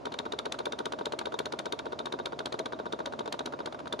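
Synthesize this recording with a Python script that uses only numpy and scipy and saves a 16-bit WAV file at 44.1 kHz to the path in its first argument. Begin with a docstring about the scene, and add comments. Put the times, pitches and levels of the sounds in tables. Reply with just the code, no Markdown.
"""A camera's autofocus hunts, heard through the camera body by its own two microphone ports.
Fifteen times a second the lens steps: the motor whines, the start knocks the body, the gears click as
they take up slack, and the stop knocks again. A brief hum near 600 Hz and a thin metallic ring follow.
Behind it, in a dry room, a closed wood stove burns with a soft, steady rush and a faint hum."""
import sys
import numpy as np
from scipy import signal
from scipy.fft import rfft, irfft, next_fast_len
from scipy.io import wavfile

SR = 44100
rng = np.random.default_rng(int(sys.argv[2]) if len(sys.argv) > 2 else 0)


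def wav_out(sig):
    """Save sig, one row per channel (or a flat mono array), as 16-bit PCM at SR to the path in sys.argv[1]."""
    wavfile.write(sys.argv[1], SR, np.round(np.clip(np.atleast_2d(sig).T, -1, 1) * 32767).astype(np.int16))


N = 176400

# the lens's moves, in order: click level/dB, travel t/s, stop weight/dB, 600 Hz hum level/dB
FOCUS_STEPS = [(-35.5, 0.0149, 1.5, -67), (-44.0, 0.022, -5, -56), (-32.5, 0.0122, -3.5, -62),
               (-46.5, 0.0085, -1, -61), (-36.5, 0.0147, 1.5, -45), (-32, 0.0098, -8, -64),
               (-35.5, 0.0092, 2, -51), (-31.0, 0.023, -6.5, -46), (-35.5, 0.0157, 0.5, -48),
               (-32, 0.0137, 2.5, -42), (-36, 0.0113, 0, -50), (-36, 0.0158, 2, -60),
               (-32, 0.0099, 2.5, -49), (-36.5, 0.014, 0, -48), (-45.5, 0.0228, 0.5, -53),
               (-31.5, 0.012, 1.5, -43), (-36.5, 0.014, 1, -44.5), (-31.5, 0.025, -2, -49),
               (-36, 0.015, 2, -47), (-48, 0.0199, 2, -59), (-30.5, 0.0129, 4.5, -52),
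               (-33.5, 0.01, -3.5, -44), (-36, 0.0146, 0, -49), (-31, 0.0112, -9, -43),
               (-36.5, 0.0097, 3.5, -43), (-31.5, 0.0098, 4.0, -57), (-36.0, 0.008, -5.5, -56),
               (-48.5, 0.0101, 0.5, -51.5), (-49.5, 0.0079, -1, -70), (-37.5, 0.013, 1.0, -64),
               (-34, 0.013, -2.0, -54), (-37, 0.016, 3, -58), (-48, 0.01, 1.5, -56),
               (-31.5, 0.013, -3, -47), (-53, 0.00804, -3.0, -59), (-36, 0.0152, 0, -42.5),
               (-32, 0.0129, -6, -50), (-37, 0.0192, 1.5, -60), (-33.5, 0.01, 3, -37.5),
               (-36, 0.0066, -1.5, -51), (-48, 0.0099, -0.5, -49), (-52, 0.00946, -2.5, -40.5),
               (-50.5, 0.0081, 0.5, -67), (-37, 0.011, 3.5, -50), (-47.0, 0.0139, 1, -41.5),
               (-33, 0.015, -5, -41.5), (-49.5, 0.0123, -2, -51), (-38, 0.0159, 1.0, -56),
               (-45.5, 0.0201, 0.5, -48), (-31, 0.0176, -2.5, -54), (-35, 0.0158, -1, -50),
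               (-32, 0.015, -2.5, -62), (-50.5, 0.013, -3.5, -53), (-50.5, 0.0136, -1, -56),
               (-36, 0.016, -1.5, -43), (-47, 0.022, -11, -51), (-52, 0.012, -18, -54),
               (-64, 0.014, -9, -51), (-32.5, 0.0111, 2, -41.5), (-37, 0.0111, 3.0, -49)]
# stops at which the gears click again: t/s, level/dB
GEAR_RECOILS = [(0.1394, -38), (1.341, -39.5), (2.5405, -46), (3.2763, -42), (3.8758, -41.5)]
# camera body resonances: f/Hz, level/dB alike at both ports, level/dB opposed between them, t60/s
BODY_MODES = [(154, -63, -64, 0.044), (261.4, -50, -64, 0.1), (371, -39, -70, 0.044),
              (427, -36, -67, 0.058), (519, -52.5, -33, 0.047), (626.6, -40, -63, 0.033),
              (944, -38, -34, 0.038), (1134, -43, -30.5, 0.033), (1370, -59, -34, 0.027),
              (1461, -39, -50, 0.021), (1509, -47.5, -64, 0.025)]
# gear train resonances: f/Hz, level/dB, t60/s
GEAR_MODES = [(2360, -13.5, 0.014), (3284, -19.5, 0.037), (3672, -4.5, 0.012), (4190, -7, 0.009),
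              (4770, -31, 0.0045), (5890, -15, 0.007), (7370, -27.5, 0.01), (8960, -21, 0.0076),
              (11000, -24, 0.0054)]
# tooth contacts within one click: t/s from its start, level/dB
TOOTH_CONTACTS = [(.0028, -17.5), (.0041, -3.5), (.0060, -8), (.0078, -26)]
# tone colour of the stove's rush: f/Hz, level/dB
STOVE_EQ = [(20, -10), (55, -13), (85, -6), (140, 2.5), (180, -4), (255, 7), (350, 3.5), (450, 0.5),
            (630, 7.5), (790, -3), (950, -2.5), (1240, -9), (1500, -14.5), (2000, -20.5), (3400, -24.5),
            (5100, -28.5), (7000, -33.5), (8000, -44), (10500, -44), (13000, -52)]
# tone colour of the motor's whine and of the cracks: f/Hz, level/dB
MOTOR_EQ = [(100, -43), (300, 9.5), (1500, 11), (2000, -1), (2900, -0.5), (3750, -3), (4500, -3.5),
            (5600, -12.5), (7200, -19), (8200, -26.5), (11000, -21.5), (13000, -66)]
# tone colour of the rasping teeth: f/Hz, level/dB
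RASP_EQ = [(100, -67), (300, 11), (1200, -9), (2000, -4), (3000, -1.5), (3700, 9.5), (4400, -5),
           (5200, -6.5), (7400, -8.5), (8100, -30), (10800, -23), (13000, -56)]
# tone colour of the snap on a hard click: f/Hz, level/dB
SNAP_EQ = [(3000, -16), (5500, -2), (7500, 7.5), (9000, -4), (11000, 1.5), (14000, 5)]
# microphone response: f/Hz, level/dB
MIC_EQ = [(20, -12), (45, -8), (75, 0), (11000, 1), (12300, -13), (14000, -21)]
# stereo image of the stove: f/Hz, left-right likeness (1 is mono)
STOVE_IMAGE = [(30, 0.086), (80, 0.1), (250, 0.84), (500, 0.38), (1000, 0.089), (4000, 0.64), (12000, 1)]
# stereo image of the motor and gear noise: f/Hz, left-right likeness (1 is mono)
LENS_IMAGE = [(2500, 0.33), (3700, 0.69), (5200, 0.97)]

FIRST_STEP_S, STEP_PERIOD_S, HIT_LENGTH_S = .0525, .066733, .08
HARD_CLICK_DB = -31  # whine and snap follow the click's level relative to this
EFFORT_SHARE = .79  # a step that stops gently also starts gently and rings less
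ATTACK_CYCLES = .55  # the body's resonances and the brief hum build up this fast


def amp(db):
    """Decibels to gain."""
    return 10 ** (np.asarray(db) / 20)


def unit(x):
    """Scaled to rms 1."""
    return x / np.sqrt(np.mean(x ** 2) + 1e-20)


def along(points, hz):
    """Reads a curve of (f/Hz, value) points on a log frequency axis."""
    f, v = np.transpose(points)
    return np.interp(np.log(hz + 1), np.log(f + 1), v)


def filtered(x, response):
    """Zero-phase EQ; the response gives the gain at each frequency."""
    size = next_fast_len(N + SR // 2)
    return irfft(rfft(x, size) * response(np.fft.rfftfreq(size, 1 / SR)), size)[..., :N]


def cut(x, hz, kind, order):
    """Causal low-pass or high-pass."""
    return signal.sosfilt(signal.butter(order, hz, kind, fs=SR, output="sos"), x)


def noise(eq, image):
    """Stereo noise of rms 1 with the given tone colour and image."""
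    def mid_side_gains(hz):
        width = np.arccos(np.clip(along(image, hz), -1, 1)) / 2
        return amp(along(eq, hz)) * [np.cos(width), np.sin(width)]
    mid, side = filtered(rng.standard_normal((2, N)), mid_side_gains)
    return unit(np.array([mid + side, mid - side]))


def add(track, at_s, sound):
    """Mixes a sound into the track at the given time."""
    part = track[..., max(round(at_s * SR), 0):][..., :sound.shape[-1]]
    part += sound[..., :part.shape[-1]]


def pan(x, left_db):
    """Makes the left port left_db louder than the right."""
    return x * amp([[left_db / 2], [-left_db / 2]])


def hit_time():
    """Seconds since a hit, for the length of its tail."""
    return np.arange(int(HIT_LENGTH_S * SR)) / SR


def burst(fall_s, rise_s=.0004):
    """An envelope with a quick, rounded attack and an exponential decay."""
    t = hit_time()
    return (1 - np.exp(-(t / rise_s) ** 2)) * np.exp(-t / fall_s)


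def steps():
    """The focus steps, each with its start time in front."""
    return [(FIRST_STEP_S + k * STEP_PERIOD_S, *row) for k, row in enumerate(FOCUS_STEPS)]


def stove(hum_hz=75):
    """The bed: a closed stove burning with a steady rush and a faint low hum."""
    hum = np.sqrt(2) * np.sin(2 * np.pi * hum_hz * np.arange(N) / SR)
    return amp(-45) * noise(STOVE_EQ, STOVE_IMAGE) + amp(-68) * hum


def motor_whine(hold_s=.0097, release_s=.002, db_per_click_db=.33):
    """The motor sings while the lens travels, louder with a hard click, and dies away just after."""
    t, drive = hit_time(), np.zeros(N)
    for start, click_db, travel, _, _ in steps():
        gate = np.exp(np.minimum(0, (travel + hold_s - t) / release_s))
        add(drive, start, amp(db_per_click_db * (click_db - HARD_CLICK_DB)) * gate)
    return amp(-46) * drive * noise(MOTOR_EQ, LENS_IMAGE)


def body_knock(side_db, weight_db=0, soft_hz=20000, scatter_db=1.4, detune=.009):
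    """One ring of the camera body, shaking the two ports; a heavier hit mostly adds low modes."""
    t = hit_time()
    hz, alike_db, opposed_db, t60 = np.transpose(BODY_MODES)[:, :, None]
    strength, tuning = rng.standard_normal((2, len(BODY_MODES), 1))
    weight_share = along([(500, 1), (1100, .35)], hz)
    decay = amp(weight_share * weight_db + scatter_db * strength - 60 * t / t60)
    attack = 1 - np.exp(-t * hz / ATTACK_CYCLES)
    tones = np.exp(2j * np.pi * hz * (1 + detune * tuning) * t)
    modes = attack * decay * tones / (1 + (hz / soft_hz) ** 2)
    mid = (amp(alike_db) * modes.real).sum(0)
    side = (amp(opposed_db + side_db) * modes.imag).sum(0)
    return np.array([mid + side, mid - side])


def lens_knocks(kick_at_s=.00081, thud_at_s=.0042, bump_at_s=.00897):
    """The lens kicks the body one way as it starts and the other way as it stops."""
    out = np.zeros((2, N))
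    for start, click_db, travel, stop_db, _ in steps():
        add(out, start + kick_at_s, amp(-2) * body_knock(side_db=-1, weight_db=EFFORT_SHARE * stop_db))
        # the gear click pushes on the body too
        add(out, start + thud_at_s, amp(click_db + 27) * body_knock(side_db=-4))
        if travel > bump_at_s + thud_at_s:  # longer steps: a soft bump as the lens reaches speed
            add(out, start + bump_at_s, amp(stop_db - 1.5) * body_knock(side_db=6, soft_hz=600))
        add(out, start + travel, -amp(6) * body_knock(side_db=-4, weight_db=stop_db))
    dulled = cut(out, hz=1545, kind="low", order=8)
    return cut(dulled, hz=148, kind="high", order=4)


def cracks(delay_s=.00082):
    """A small, dry crack puts an edge on every start and stop."""
    envelope, crack = np.zeros(N), burst(fall_s=.0016)
    for start, _, travel, _, _ in steps():
        add(envelope, start + delay_s, crack)
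        add(envelope, start + travel + delay_s, crack)
    return amp(-33.5) * envelope * noise(MOTOR_EQ, LENS_IMAGE)


def gear_clicks(scatter_db=2.2, jitter_s=.00015, detune=.011, recoil_lead_s=.0026):
    """Gear teeth take up their slack in a few quick contacts, with a rasp between them."""
    t, rings, rub = hit_time(), np.zeros(N), np.zeros(N)
    hz, mode_db, t60 = np.transpose(GEAR_MODES)[:, :, None]
    peak_s, rise_s, fall_s = .0034, .00048, .003
    rasp_envelope = np.exp(np.minimum((t - peak_s) / rise_s, (peak_s - t) / fall_s))
    hits = [(start, click_db) for start, click_db, *_ in steps()]
    hits += [(at_s - recoil_lead_s, recoil_db - 4) for at_s, recoil_db in GEAR_RECOILS]
    for start, click_db in hits:
        add(rub, start, amp(click_db) * rasp_envelope)
        for delay, contact_db in TOOTH_CONTACTS:
            decay = amp(mode_db + scatter_db * rng.standard_normal(hz.shape) - 60 * t / t60)
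            tuned_hz = hz * (1 + detune * rng.standard_normal(hz.shape))
            ring = (decay * np.sin(2 * np.pi * tuned_hz * t)).sum(0)
            contact_s = start + delay + jitter_s * rng.standard_normal()
            add(rings, contact_s, amp(click_db + contact_db) * ring)
    rings = cut(rings, hz=920, kind="high", order=2)
    rings = cut(rings, hz=11200, kind="low", order=12)
    return amp(10) * rings + amp(1.5) * rub * noise(RASP_EQ, LENS_IMAGE)


def snaps(delay_s=.0038, db_per_click_db=2.9):
    """A crisp snap on top makes hard clicks brighter than soft ones."""
    envelope, snap = np.zeros(N), burst(fall_s=.00092)
    for start, click_db, *_ in steps():
        add(envelope, start + delay_s, amp(db_per_click_db * (click_db - HARD_CLICK_DB)) * snap)
    return amp(-27.5) * envelope * noise(SNAP_EQ, LENS_IMAGE)


def brief_hum(pitch_hz=612.8, t60_s=.13, detune=.03):
    """A brief hum near 600 Hz after each stop, uneven in level, blending with the stove's rush."""
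    t, out = hit_time(), np.zeros(N)
    for start, _, travel, _, hum_db in steps():
        hz = pitch_hz * (1 + detune * rng.standard_normal())
        attack = 1 - np.exp(-t * hz / ATTACK_CYCLES)
        decay = amp(hum_db + 6.5 - 60 * t / t60_s)
        add(out, start + travel, attack * decay * np.sin(2 * np.pi * hz * t))
    return out


def motor_ring(pitch_hz=3690, half_width_hz=200, peak_s=.009, spread_s=.0065):
    """A narrow metallic ring swells and fades as the motor settles after each stop."""
    envelope = np.zeros(N)
    swell = np.exp(-.5 * ((hit_time() - peak_s) / spread_s) ** 2)
    for start, _, travel, stop_db, _ in steps():
        add(envelope, start + travel, amp(EFFORT_SHARE * stop_db) * swell)
    band = filtered(rng.standard_normal(N), lambda hz: 1 / (1 + ((hz - pitch_hz) / half_width_hz) ** 2))
    return amp(-54.5) * envelope * unit(band)


def room(x, t60_s=.15):
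    """The walls answer with a short, diffuse tail."""
    t = np.arange(SR // 2) / SR
    tail = rng.standard_normal((2, len(t))) * amp(-60 * t / t60_s)
    return signal.fftconvolve(x, tail / np.linalg.norm(tail[0]), axes=1)[:, :N]


def scene():
    """The lens up close and a touch left, the stove beyond it and a touch right."""
    lows = pan(lens_knocks(), left_db=1) + pan(brief_hum(), left_db=3)
    highs = gear_clicks() + cracks() + snaps() + motor_whine() + motor_ring()
    close = lows + pan(highs, left_db=.8)
    return close + amp(-16) * room(close) + pan(stove(), left_db=-.9)


def record(dry):
    """The small microphone loses deep bass and top treble, and rolls off steeply at the band limit."""
    limit_hz = 13700
    return filtered(dry, lambda hz: amp(along(MIC_EQ, hz)) / (1 + (hz / limit_hz) ** 60))


dry = scene()
out = record(dry)
wav_out(out)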